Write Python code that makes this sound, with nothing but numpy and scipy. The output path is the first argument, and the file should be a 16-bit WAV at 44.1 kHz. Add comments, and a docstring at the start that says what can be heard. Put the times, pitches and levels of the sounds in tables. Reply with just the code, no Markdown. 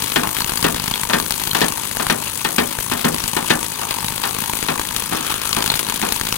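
"""A harsh, rattling buzz runs throughout: a pneumatic needle scaler chipping paint off a steel deck. Its piston
throws a bundle of needles at the plate about 53 times a second; they crack, bounce, ring and rattle in their guide.
Close by, two hand hammers pound the same deck, each about twice a second, until one stops after 3.5 s;
the blows smack, clang and leave the deck booming.
The left microphone port faces the tool; the right one is shaded and hears it later and duller."""
import sys
import numpy as np
from scipy import signal
from scipy.fft import rfft, irfft, next_fast_len
from scipy.io import wavfile

SR = 44100
rng = np.random.default_rng(int(sys.argv[2]) if len(sys.argv) > 2 else 0)


def store_wav(level_fs):
    """Save 16-bit WAV to argv[1]."""
    pcm = np.round(np.clip(np.atleast_2d(level_fs), -1, 1) * 32767)
    wavfile.write(sys.argv[1], SR, pcm.T.astype(np.int16))


N = 280917

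# Piston rate, drifting with air pressure and load: [time_s, strokes_hz]
PISTON_RATE = [(0.0, 51.27), (0.6, 53.79), (0.9, 50.75), (1.05, 53.37), (1.2, 51.47), (1.65, 53.06),
               (2.1, 51.08), (2.25, 52.51), (2.85, 53.75), (3.15, 52.51), (3.6, 55.03), (4.05, 50.67),
               (4.2, 53.74), (5.55, 52.92), (6.37, 55.44)]
# How squarely the bundle is pressed on the plate: [time_s, press_db]
PRESS = [(0.0, -1), (0.75, 3.5), (0.9, -1.2), (1.65, 4.5), (1.8, -3), (2.85, -2.9), (3.15, 0.2), (3.9, -1),
         (5.4, 1.5), (5.7, 9), (5.85, 2.5), (6.37, 2.5)]
# The hardest strikes, some mostly crack, some mostly thump: [start_s, relative crack_db, relative thump_db]
HARD_STRIKES = [(0.022, 0, -43), (0.234, -3, -32), (0.2725, -9, -28.5), (0.3668, -18, -30),
                (0.405, -4, -28), (0.4202, -13, -35), (0.4446, -7, -29), (0.4944, -4, -40),
                (0.5198, -20, -26.5), (0.5736, -4.5, -44), (0.6269, 1, -32), (0.745, -4.5, -25),
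                (0.7983, -3.5, -31), (0.879, 2.5, -31), (0.9132, -5, -28.5), (1.0336, -9, -29.5),
                (1.2, 2, -30), (1.307, -2, -27), (1.322, 0, -29), (1.3974, -9, -40), (1.5092, -11, -41),
                (1.607, -7, -35), (1.9696, -13, -29.5), (2.0673, -20, -26.5), (2.7875, -23, -25),
                (3.1443, -0.5, -32.5), (3.1828, -5.5, -35), (3.2389, -8, -28), (3.6284, -5, -40),
                (4.0444, -4, -35), (4.083, -5, -33), (4.627, -14, -29.5), (4.7956, -5.5, -28),
                (4.9633, 2, -29.5), (5.022, -16, -35.5), (5.5296, 5.5, -62), (5.5662, -4, -28),
                (5.624, 0, -38), (5.6772, -3.5, -38), (5.702, -10, -28.5), (5.7397, -5, -31),
                (5.7925, 0, -44), (5.8978, -4.5, -42), (6.0156, -2, -33), (6.1226, 0.5, -32),
                (6.2119, -3.5, -27), (6.2691, -3, -30.5), (6.3249, -0.5, -27)]
# Ring of the needles around 10 kHz: [time_s, relative level_db]
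NEEDLE_LEVEL = [(0.0, 2.5), (1.35, -1), (1.8, 3.5), (2.4, 2), (2.55, 2.5), (4.35, 1), (5.4, 0), (5.85, 0),
                (6.37, -2)]
# The barrel sings when the needles lean on it: [time_s, relative level_db]
BARREL_LEVEL = [(0, -5), (1.03, -2), (1.17, 5.5), (1.5, 0), (1.7, -2), (3.7, -4), (4.05, -4), (4.6, -1.5),
                (6.37, 0)]
# Needles glancing off a bolt head: [start_s, relative level_db, centre pitch_hz]
CLINKS = [(0.418, -12, 4430), (0.5732, -11, 4770), (0.9395, -12, 3830), (1.5127, -11, 3780),
          (5.529, -12, 4920), (5.7008, -7, 3830), (5.7384, -12, 3620)]
# Hand hammer blows: [start_s, relative boom_db, relative smack_db]
BLOWS = [(0.159, -8, -15.5), (0.233, -22, -30), (0.642, -5.5, -16.5), (1.097, -15, -24), (1.133, -8.5, -16),
         (1.548, -16, -20.5), (1.615, -7.5, -16), (1.997, -15, -25.5), (2.098, -10, -16),
         (2.447, -13, -19.5), (2.582, -7, -15.5), (2.915, -13.5, -22.5), (3.044, -4.5, -20.5),
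         (3.366, -15.5, -22.5), (3.503, -6, -13.5), (3.815, -27, -44), (4.236, -19, -22), (4.685, -12, -21),
         (5.122, -12.5, -28), (5.569, -14.5, -29), (6.025, -11.5, -25.5)]

# Resonances of the needles: [pitch_hz, width_hz, relative level_db]
NEEDLE_MODES = [(6420, 1100, -8), (7850, 370, 0.5), (8420, 930, -3), (9640, 380, -1.5), (9905, 300, 6.5)]
# The needles' highest resonances: [pitch_hz, width_hz, relative level_db]
WHISTLE_MODES = [(13500, 380, -9), (13500, 150, 0), (14000, 300, -10)]
# Resonances of the needle tips: [pitch_hz, width_hz, relative level_db]
TIP_MODES = [(3380, 1050, -13.5), (6470, 175, 3.5), (8000, 610, -4), (9500, 540, -0.5)]
# Resonance of the barrel: [pitch_hz, width_hz, relative level_db]
BARREL_MODES = [(10600, 75, 0)]
# Resonances of the plate under the tool: [pitch_hz, width_hz, relative level_db]
PLATE_MODES = [(480, 28, -18), (930, 120, 4.5), (1172, 105, -2), (1540, 190, -13), (2440, 270, -9.5)]
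# Resonances of the bolt head: [pitch_hz, width_hz, relative level_db]
BOLT_MODES = [(1250, 360, -1.5), (1770, 400, -7), (2430, 460, -7), (3400, 710, -7)]
# Modes of the deck under the hammers: [pitch_hz, relative level_db, t60_s]
DECK_MODES = [(161.4, -9, 0.39), (211.2, -5.5, 0.19), (240.2, -4.5, 0.31), (317.7, -10.5, 0.66),
              (342.6, -3.5, 0.15), (384, -9, 0.22), (411, -3.5, 0.21), (443, -4.5, 0.22),
              (508, -16.5, 0.62), (568, -12, 0.55), (620, -8, 0.35), (760, -6, 0.36), (881, 2, 0.12),
              (964, 6, 0.059), (1057, -3, 0.2), (1190, 0, 0.28), (1470, -11.5, 0.54), (1445, 2, 0.26),
              (1565, 5.5, 0.17), (1722, -13, 0.13), (1740, 6, 0.17), (1930, -1, 0.11), (1825, 9.5, 0.14),
              (2510, 8.5, 0.1)]

# Spectrum of the needles cracking on the plate: [freq_hz, relative density_db per Hz]
CRACK = [(60, -5), (200, -18.5), (600, -6.5), (1100, -3.5), (2200, -2.5), (4500, 2), (7000, -7.5),
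         (11000, -19.5), (15500, -8.5)]
# Spectrum of the needles rattling in their guide: [freq_hz, relative density_db per Hz]
RATTLE = [(1000, -17), (4000, -28), (5500, -2.5), (9000, 1.5), (11000, -0.5), (12500, 0.5), (15500, -1.5)]
# Spectrum of the tips skidding through paint and rust: [freq_hz, relative density_db per Hz]
SCRAPE = [(150, -16), (400, -1.5), (650, -2), (1200, -1), (1900, -4.5), (2500, -0.5), (3500, -1),
          (4800, -3), (8000, -34)]
# Spectrum of the plate's low hum: [freq_hz, relative density_db per Hz]
DRONE = [(20, -38), (60, -3.5), (110, 0.5), (160, 1), (230, 0.5), (330, -5), (520, -3), (700, -23),
         (2000, -43)]
# Spectrum of the hard knock of a stroke: [freq_hz, relative density_db per Hz]
KNOCK = [(100, -17), (300, -3.5), (700, -0.5), (1300, -2.5), (2200, -2), (4000, -13.5), (6000, -11),
         (12000, -21)]
# Spectrum of the plate being shoved down: [freq_hz, relative density_db per Hz]
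THUMP = [(8, -26), (25, 1.5), (70, -6.5), (130, -4.5), (250, -12.5), (600, -36.5), (2000, -48)]
# Spectrum of a hammer blow's smack: [freq_hz, relative density_db per Hz]
SMACK = [(500, -37), (1100, -18.5), (1550, -4.5), (1900, -4), (2300, -3), (3400, 0.5), (4600, -4),
         (6500, -10), (9000, -13), (15000, -18)]
# Spectrum of its clang in the deck's dense upper modes: [freq_hz, relative density_db per Hz]
CLANG = [(250, -25.5), (550, -10), (700, 3.5), (900, 0), (1100, 2), (1300, 0.5), (1600, -12), (3000, -34.5)]
# Spectrum of its boom: [freq_hz, relative density_db per Hz]
BOOM = [(40, -17), (120, -14.5), (170, -8.5), (250, -1.5), (480, -3.5), (700, -12), (1200, -18.5),
        (3000, -66)]
# Spectrum of the bending wave it sends through the deck: [freq_hz, relative density_db per Hz]
WAVE = [(60, -36), (150, -15.5), (290, -1.5), (500, 0.5), (900, -7.5), (1700, -2.5), (4000, -17),
        (10000, -59)]
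# How fast the noise of a blow dies: [freq_hz, t60_s]
HAMMER_DECAY = [(150, 0.46), (300, 0.14), (600, 0.37), (1500, 0.2), (3000, 0.1), (6000, 0.075),
                (12000, 0.062)]

# Level of the shaded right port against the left: [freq_hz, level_db]
SHADE = [(60, 0.6), (220, 1), (380, -2), (700, -7.5), (1000, -8.5), (1300, -5), (1800, -5), (2600, -6),
         (4200, -4), (5200, -14), (6300, -15), (7500, -25), (10500, -24.5), (15000, -32)]
# Phase lag of the right port behind the left: [freq_hz, lag_rad]
LAG = [(20, .1), (100, 0.39), (220, 0.78), (400, 1.98), (700, 2.47), (950, 6.87), (1700, 7.03),
       (2300, 8.38), (3300, 7.18), (4300, 10.5), (6300, 10.9), (8300, 17), (15000, 58)]
# Direct sound shared by both ports: [freq_hz, share 0-1]
DIRECT = [(60, 0.86), (150, 0.96), (300, 1), (700, 0.92), (1400, 0.58), (3000, 0.34), (10000, 0.33)]

FIRST_STROKE_S, JITTER_S = 0.0021, 0.0007
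# Ordinary stroke: relative level, dB per dB of press, spread
STROKE_DB, STROKE_GROWS, STROKE_SCATTER_DB = -16.5, 1.14, 4.5
REBOUND = 0.77  # share of a stroke's excess that the next one lacks
# Shove on the plate: relative level, dB per dB of press, spread, ceiling
THUMP_DB, THUMP_GROWS, THUMP_SCATTER_DB, THUMP_TOP_DB = -46.5, 0.86, 7.5, -32.5
# Layers of the tool: level, dB per dB of press
RATTLE_DB, RATTLE_GROWS = -24.5, 0.053
SCRAPE_DB, SCRAPE_GROWS = -28.5, 0.23
PLATE_DB, PLATE_GROWS = -33, 0.1
DRONE_DB, DRONE_GROWS = -37.5, 0.082
RING_DB, WHISTLE_DB, BARREL_DB = -29, -32, -32
# Chatter against the side of a bolt head: middle, half length (to 1/e), level
BOLT_S, BOLT_LENGTH_S, BOLT_DB = 5.325, 0.21, -26
TICK_T60_S, CLINK_T60_S = 0.045, 0.026  # before the closing fade
CLANG_DB, CLANG_GROWS = -12, 0.19  # a blow's clang: relative level, dB per dB of smack
# Bending wave: relative to the boom; travel times at 1 kHz; loss at each edge
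WAVE_DB, FIRST_PATH_S, NEXT_PATH_S, EDGE_LOSS_DB = 13, 0.0034, 0.0135, 1
TOP_HZ = 15850  # band limit of the recorder


def strokes():
    """Time, crack level and thump level of every piston stroke: harder when pressed, weaker after a hard one."""
    rate_hz, = curves(PISTON_RATE)
    press_db, = curves(PRESS)
    cycles = np.cumsum(rate_hz) / SR
    clock_s = np.arange(N) / SR
    beat_s = FIRST_STROKE_S + np.interp(np.arange(int(cycles[-1]) + 1), cycles, clock_s)
    early, luck, flat = rng.standard_normal((N // 100, 3))[:len(beat_s)].T
    luck = unit(signal.lfilter([1, -REBOUND], [1], np.tanh(luck / 2)))
    pressed_db = np.interp(beat_s, clock_s, press_db)
    times = beat_s + JITTER_S * early
    crack_db = STROKE_DB + STROKE_GROWS * pressed_db + STROKE_SCATTER_DB * luck
    thump_db = THUMP_DB + THUMP_GROWS * pressed_db + THUMP_SCATTER_DB * unit(luck + flat)
    thump_db = np.minimum(thump_db, THUMP_TOP_DB)
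    # the hardest strikes replace the ordinary strokes nearest to them
    start_s, hard_crack_db, hard_thump_db = np.transpose(HARD_STRIKES)
    nearest = np.argmin(abs(beat_s - start_s[:, None]), axis=1)
    times[nearest], crack_db[nearest], thump_db[nearest] = start_s, hard_crack_db, hard_thump_db
    return times, crack_db, thump_db


def scaler(times, db):
    """Each stroke cracks on the plate; the needles bounce, are jerked back and clatter until the next one."""
    press_db, = curves(PRESS)
    needle_db, = curves(NEEDLE_LEVEL)
    barrel_db, = curves(BARREL_LEVEL)
    uneven = rng.standard_normal((N // 100, 6))[:len(times)].T
    force_db = db - np.mean(db)

    # the tips land almost together, each time on other spots
    crack_power = bursts(times, db - 5.5 + uneven[3], life=0.0015)
    crack = coloured(contacts(crack_power, spread_db=1.5), CRACK)
    tip_power = bursts(times, 0.21 * force_db - 19.0 + 2 * uneven[4], life=0.002)
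    tips = resonate(contacts(tip_power, spread_db=1), TIP_MODES)

    # bounces, then the return stroke late in the cycle, over needles that never quite rest
    bounce = bursts(times, 0.26 * force_db + 2.2 * uneven[0], life=0.0075)
    recoil_times = times + 0.0132 + 0.0011 * uneven[5]
    recoil = bursts(recoil_times, -3.5 + 3.15 * uneven[1], life=0.0081)
    loose = unit(np.sqrt(bounce + recoil + amp(-12.5) ** 2)) ** 2
    rattle_gain = amp(RATTLE_DB + RATTLE_GROWS * press_db)
    rattle = rattle_gain * coloured(contacts(loose, spread_db=3.5), RATTLE)
    clatter = contacts(loose, spread_db=4.5)
    ring = amp(RING_DB + needle_db + 1.4 * wobble(14)) * resonate(clatter, NEEDLE_MODES)
    whistle = amp(WHISTLE_DB + 2.0 * wobble(2.7)) * resonate(clatter, WHISTLE_MODES)
    barrel = amp(BARREL_DB + barrel_db) * resonate(clatter, BARREL_MODES)

    # the tips skid through paint and rust that give way in patches
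    scrape_gain = amp(SCRAPE_DB + SCRAPE_GROWS * press_db + 2.2 * wobble(22))
    scrape = scrape_gain * coloured(contacts(loose + amp(-6) ** 2, spread_db=3.5), SCRAPE)

    # the plate answers the blow itself and keeps humming between blows
    push = unit(np.sqrt(bursts(times, 0.3 * force_db + 2.8 * uneven[2], life=0.0033))) ** 2
    plate_gain = amp(PLATE_DB + PLATE_GROWS * press_db + 2.5 * wobble(9))
    plate = plate_gain * resonate(contacts(push + amp(-8.5) ** 2, spread_db=2.0), PLATE_MODES)
    drone_gain = amp(DRONE_DB + DRONE_GROWS * press_db + 0.5 * wobble(9))
    drone = drone_gain * coloured(contacts(push + amp(-2.5) ** 2, spread_db=0.0), DRONE)

    touch = np.exp(-((np.arange(N) / SR - BOLT_S) / BOLT_LENGTH_S) ** 2)
    bolt = amp(BOLT_DB) * touch * resonate(clatter, BOLT_MODES)
    return crack + tips + rattle + ring + whistle + barrel + scrape + plate + drone + bolt


def thumps(times, db):
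    """Each stroke, by its thump level, knocks and shoves the whole plate down for a moment."""
    knock = coloured(contacts(bursts(times, db + 18, life=0.0014), spread_db=3), KNOCK)
    shove = coloured(impulses(times, -amp(db + 25.5)), THUMP)
    return knock + shove


def glances():
    """Needles glance off the bolt heads with a clink, and off rough spots with faint ticks of any pitch."""
    start_s, level_db, pitch_hz = np.transpose(CLINKS)
    when, size, pitch = rng.random((N // 2000, 3)).T
    faint_hz = 2200 * 2 ** (1.7 * pitch)
    faint = needle_ticks(when * N / SR, -24 - 12 * size, faint_hz, t60=TICK_T60_S)
    return needle_ticks(start_s, level_db - 0.5, pitch_hz, t60=CLINK_T60_S) + faint


def needle_ticks(times, db, hz, t60):
    """Single needles ring briefly in three close bending modes until their neighbours stop them."""
    t = np.arange(SR // 25) / SR
    detune, phase = rng.standard_normal((N // 400, 2, 3, 1))[:len(times)].transpose(1, 0, 2, 3)
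    mode_hz = hz[:, None, None] * (1 + 0.07 * detune)
    tones = np.sin(2 * np.pi * (mode_hz * t + phase)).sum(axis=1)
    decay = amp(db[:, None] - 60 * t / t60)
    ticks = decay * tones * (1 - t / t[-1])
    return impulses((times[:, None] + t).ravel(), ticks.ravel())


def hammers(attack, swell):
    """Each blow smacks, clangs in the dense upper modes of the deck and leaves its low modes booming."""
    t = np.arange(SR // 4) / SR
    track = np.zeros((2, N + SR))
    hz, mode_db, t60 = np.transpose(DECK_MODES)[:, :, None]
    ringing = amp(mode_db - 60 * t / t60)
    for start_s, boom_db, smack_db in BLOWS:
        clang_db = CLANG_DB + CLANG_GROWS * smack_db
        size, phase = rng.standard_normal((2, len(DECK_MODES), 1))
        # low modes follow the boom, middle ones the clang, high ones the smack
        drive_db = along([(450, boom_db), (900, clang_db), (1500, smack_db)], hz)
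        mode_gain = amp(drive_db - 11 + 2.4 * size)
        modes = np.sum(ringing * mode_gain * np.sin(2 * np.pi * (hz * t + phase)), axis=0)
        boom = amp(boom_db - 10) * coloured(dying_noise(t), BOOM)
        clang = amp(clang_db - 2.0) * coloured(dying_noise(t), CLANG)
        smack = amp(smack_db + 8) * coloured(dying_noise(t), SMACK)
        # bending waves in steel carry the treble ahead of the bass, so the smack rises a little faster
        sharp = smack * (1 - np.exp(-t / attack))
        body = (modes + boom + clang) * (1 - np.exp(-t / swell))
        wave = amp(boom_db + WAVE_DB) * bending_wave(len(t))
        track[:, round(start_s * SR):][:, :len(t)] += sharp + body + wave
    return track[:, :N]


def dying_noise(t):
    """Noise at both ports whose bands each die at their own rate, the high treble fastest."""
    hz, s, bins = signal.stft(scattered(len(t)), SR, nperseg=256)
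    decay = amp(-60 * s / along(HAMMER_DECAY, hz)[:, None])
    return signal.istft(bins * decay, SR, nperseg=256)[1][:, :len(t)]


def bending_wave(size):
    """A blow runs through the deck and returns from its edges; the treble travels faster than the bass."""
    turn = np.arange(5)
    path_s = FIRST_PATH_S + NEXT_PATH_S * turn * (1 + 0.15 * rng.standard_normal(len(turn)))
    hz = np.fft.rfftfreq(size, 1 / SR)
    # this phase delays each frequency by path_s * sqrt(1000 / hz)
    phase = 4 * np.pi * path_s[:, None] * np.sqrt(1000 * hz)
    arrivals = amp(-EDGE_LOSS_DB * turn) @ np.exp(-1j * phase)
    return coloured(irfft(arrivals, size), WAVE)


def contacts(power, spread_db):
    """A dense swarm of tiny steel contacts of uneven size under a power envelope."""
    sizes = np.repeat(amp(spread_db * rng.standard_normal(N // 32 + 1)), 32)[:N]
    return np.sqrt(power) * scattered(N) * unit(sizes)


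def bursts(times, db, life):
    """Power envelope that jumps at each time; life is the time constant of its amplitude in seconds."""
    decay = np.exp(-2 / (abs(life) * SR))
    return signal.lfilter([1], [1, -decay], impulses(times, amp(db) ** 2))


def impulses(times, sizes):
    """One spike at each time."""
    positions = np.clip(np.round(times * SR).astype(int), 0, N)
    return np.bincount(positions, sizes, N + 1)[:N]


def resonate(x, modes):
    """x through a bank of resonances of alternating sign and unit energy."""
    def response(hz):
        bank = 0
        for k, (pitch_hz, width_hz, db) in enumerate(modes):
            damping = 1j * hz * width_hz
            bank = bank + (-1) ** k * amp(db) * damping / (pitch_hz * pitch_hz - hz * hz + damping)
        return bank / np.sqrt(np.mean(abs(bank) ** 2))
    return filtered(x, response)


def coloured(x, spectrum):
    """x through a causal filter of unit energy with this spectrum."""
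    def response(hz):
        # folding the cepstrum gives the minimum-phase filter
        cepstrum = irfft(np.log(unit(amp(along(spectrum, hz)))))
        half = len(cepstrum) // 2
        cepstrum[1:half] *= 2
        cepstrum[half + 1:] = 0
        return np.exp(rfft(cepstrum))
    return filtered(x, response)


def filtered(x, response):
    """x times a complex response of frequency."""
    size = 2 * next_fast_len(x.shape[-1] // 2 + SR // 10, True)
    hz = np.fft.rfftfreq(size, 1 / SR)
    return irfft(rfft(x, size) * response(hz), size)[..., :x.shape[-1]]


def wobble(rate):
    """A wandering random curve, rate knots a second."""
    knots = rng.standard_normal(N // 200)
    return np.interp(np.arange(N) * rate / SR, np.arange(len(knots)), knots)


def curves(rows):
    """One value per sample for each column after the time."""
    s, *columns = np.transpose(rows)
    return [np.interp(np.arange(N) / SR, s, column) for column in columns]


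def along(points, hz):
    """(Hz, value) points read on a log axis."""
    f, v = np.transpose(points)
    return np.interp(np.log(hz + 1), np.log(f + 1), v)


def amp(db):
    """Decibels to gain."""
    return 10 ** (np.asarray(db) / 20)


def unit(x):
    """x at rms 1."""
    return x / np.sqrt(np.mean(x ** 2) + 1e-20)


def scattered(size):
    """White noise at the two ports: the right one shares only the direct part with the left."""
    padded = next_fast_len(size)
    direct, stray = rfft(rng.standard_normal((2, padded)))
    share = np.clip(along(DIRECT, np.linspace(0, SR / 2, len(direct))), 0, 1)
    right = share * direct + np.sqrt(1 - share ** 2) * stray
    return irfft([direct, right], padded)[:, :size]


def far_port(x):
    """Sound bends around the recorder's body and reaches the shaded port late and dull."""
    return filtered(x, lambda hz: amp(along(SHADE, hz)) * np.exp(-1j * along(LAG, hz)))


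def scene():
    """The work on deck as both ports hear it."""
    times, crack_db, thump_db = strokes()
    tool = scaler(times, crack_db) + glances() + thumps(times, thump_db)
    left, right = tool + hammers(attack=0.00031, swell=0.00034)  # rise time constants in s
    return np.array([left, far_port(right)])


def record(dry):
    """The recorder rounds off the highest peaks and keeps nothing above its band limit."""
    rounded = dry / (1 + np.abs(dry) ** 6) ** (1 / 6)
    return filtered(rounded, lambda hz: hz < TOP_HZ)


dry = scene()
out = record(dry)
store_wav(out)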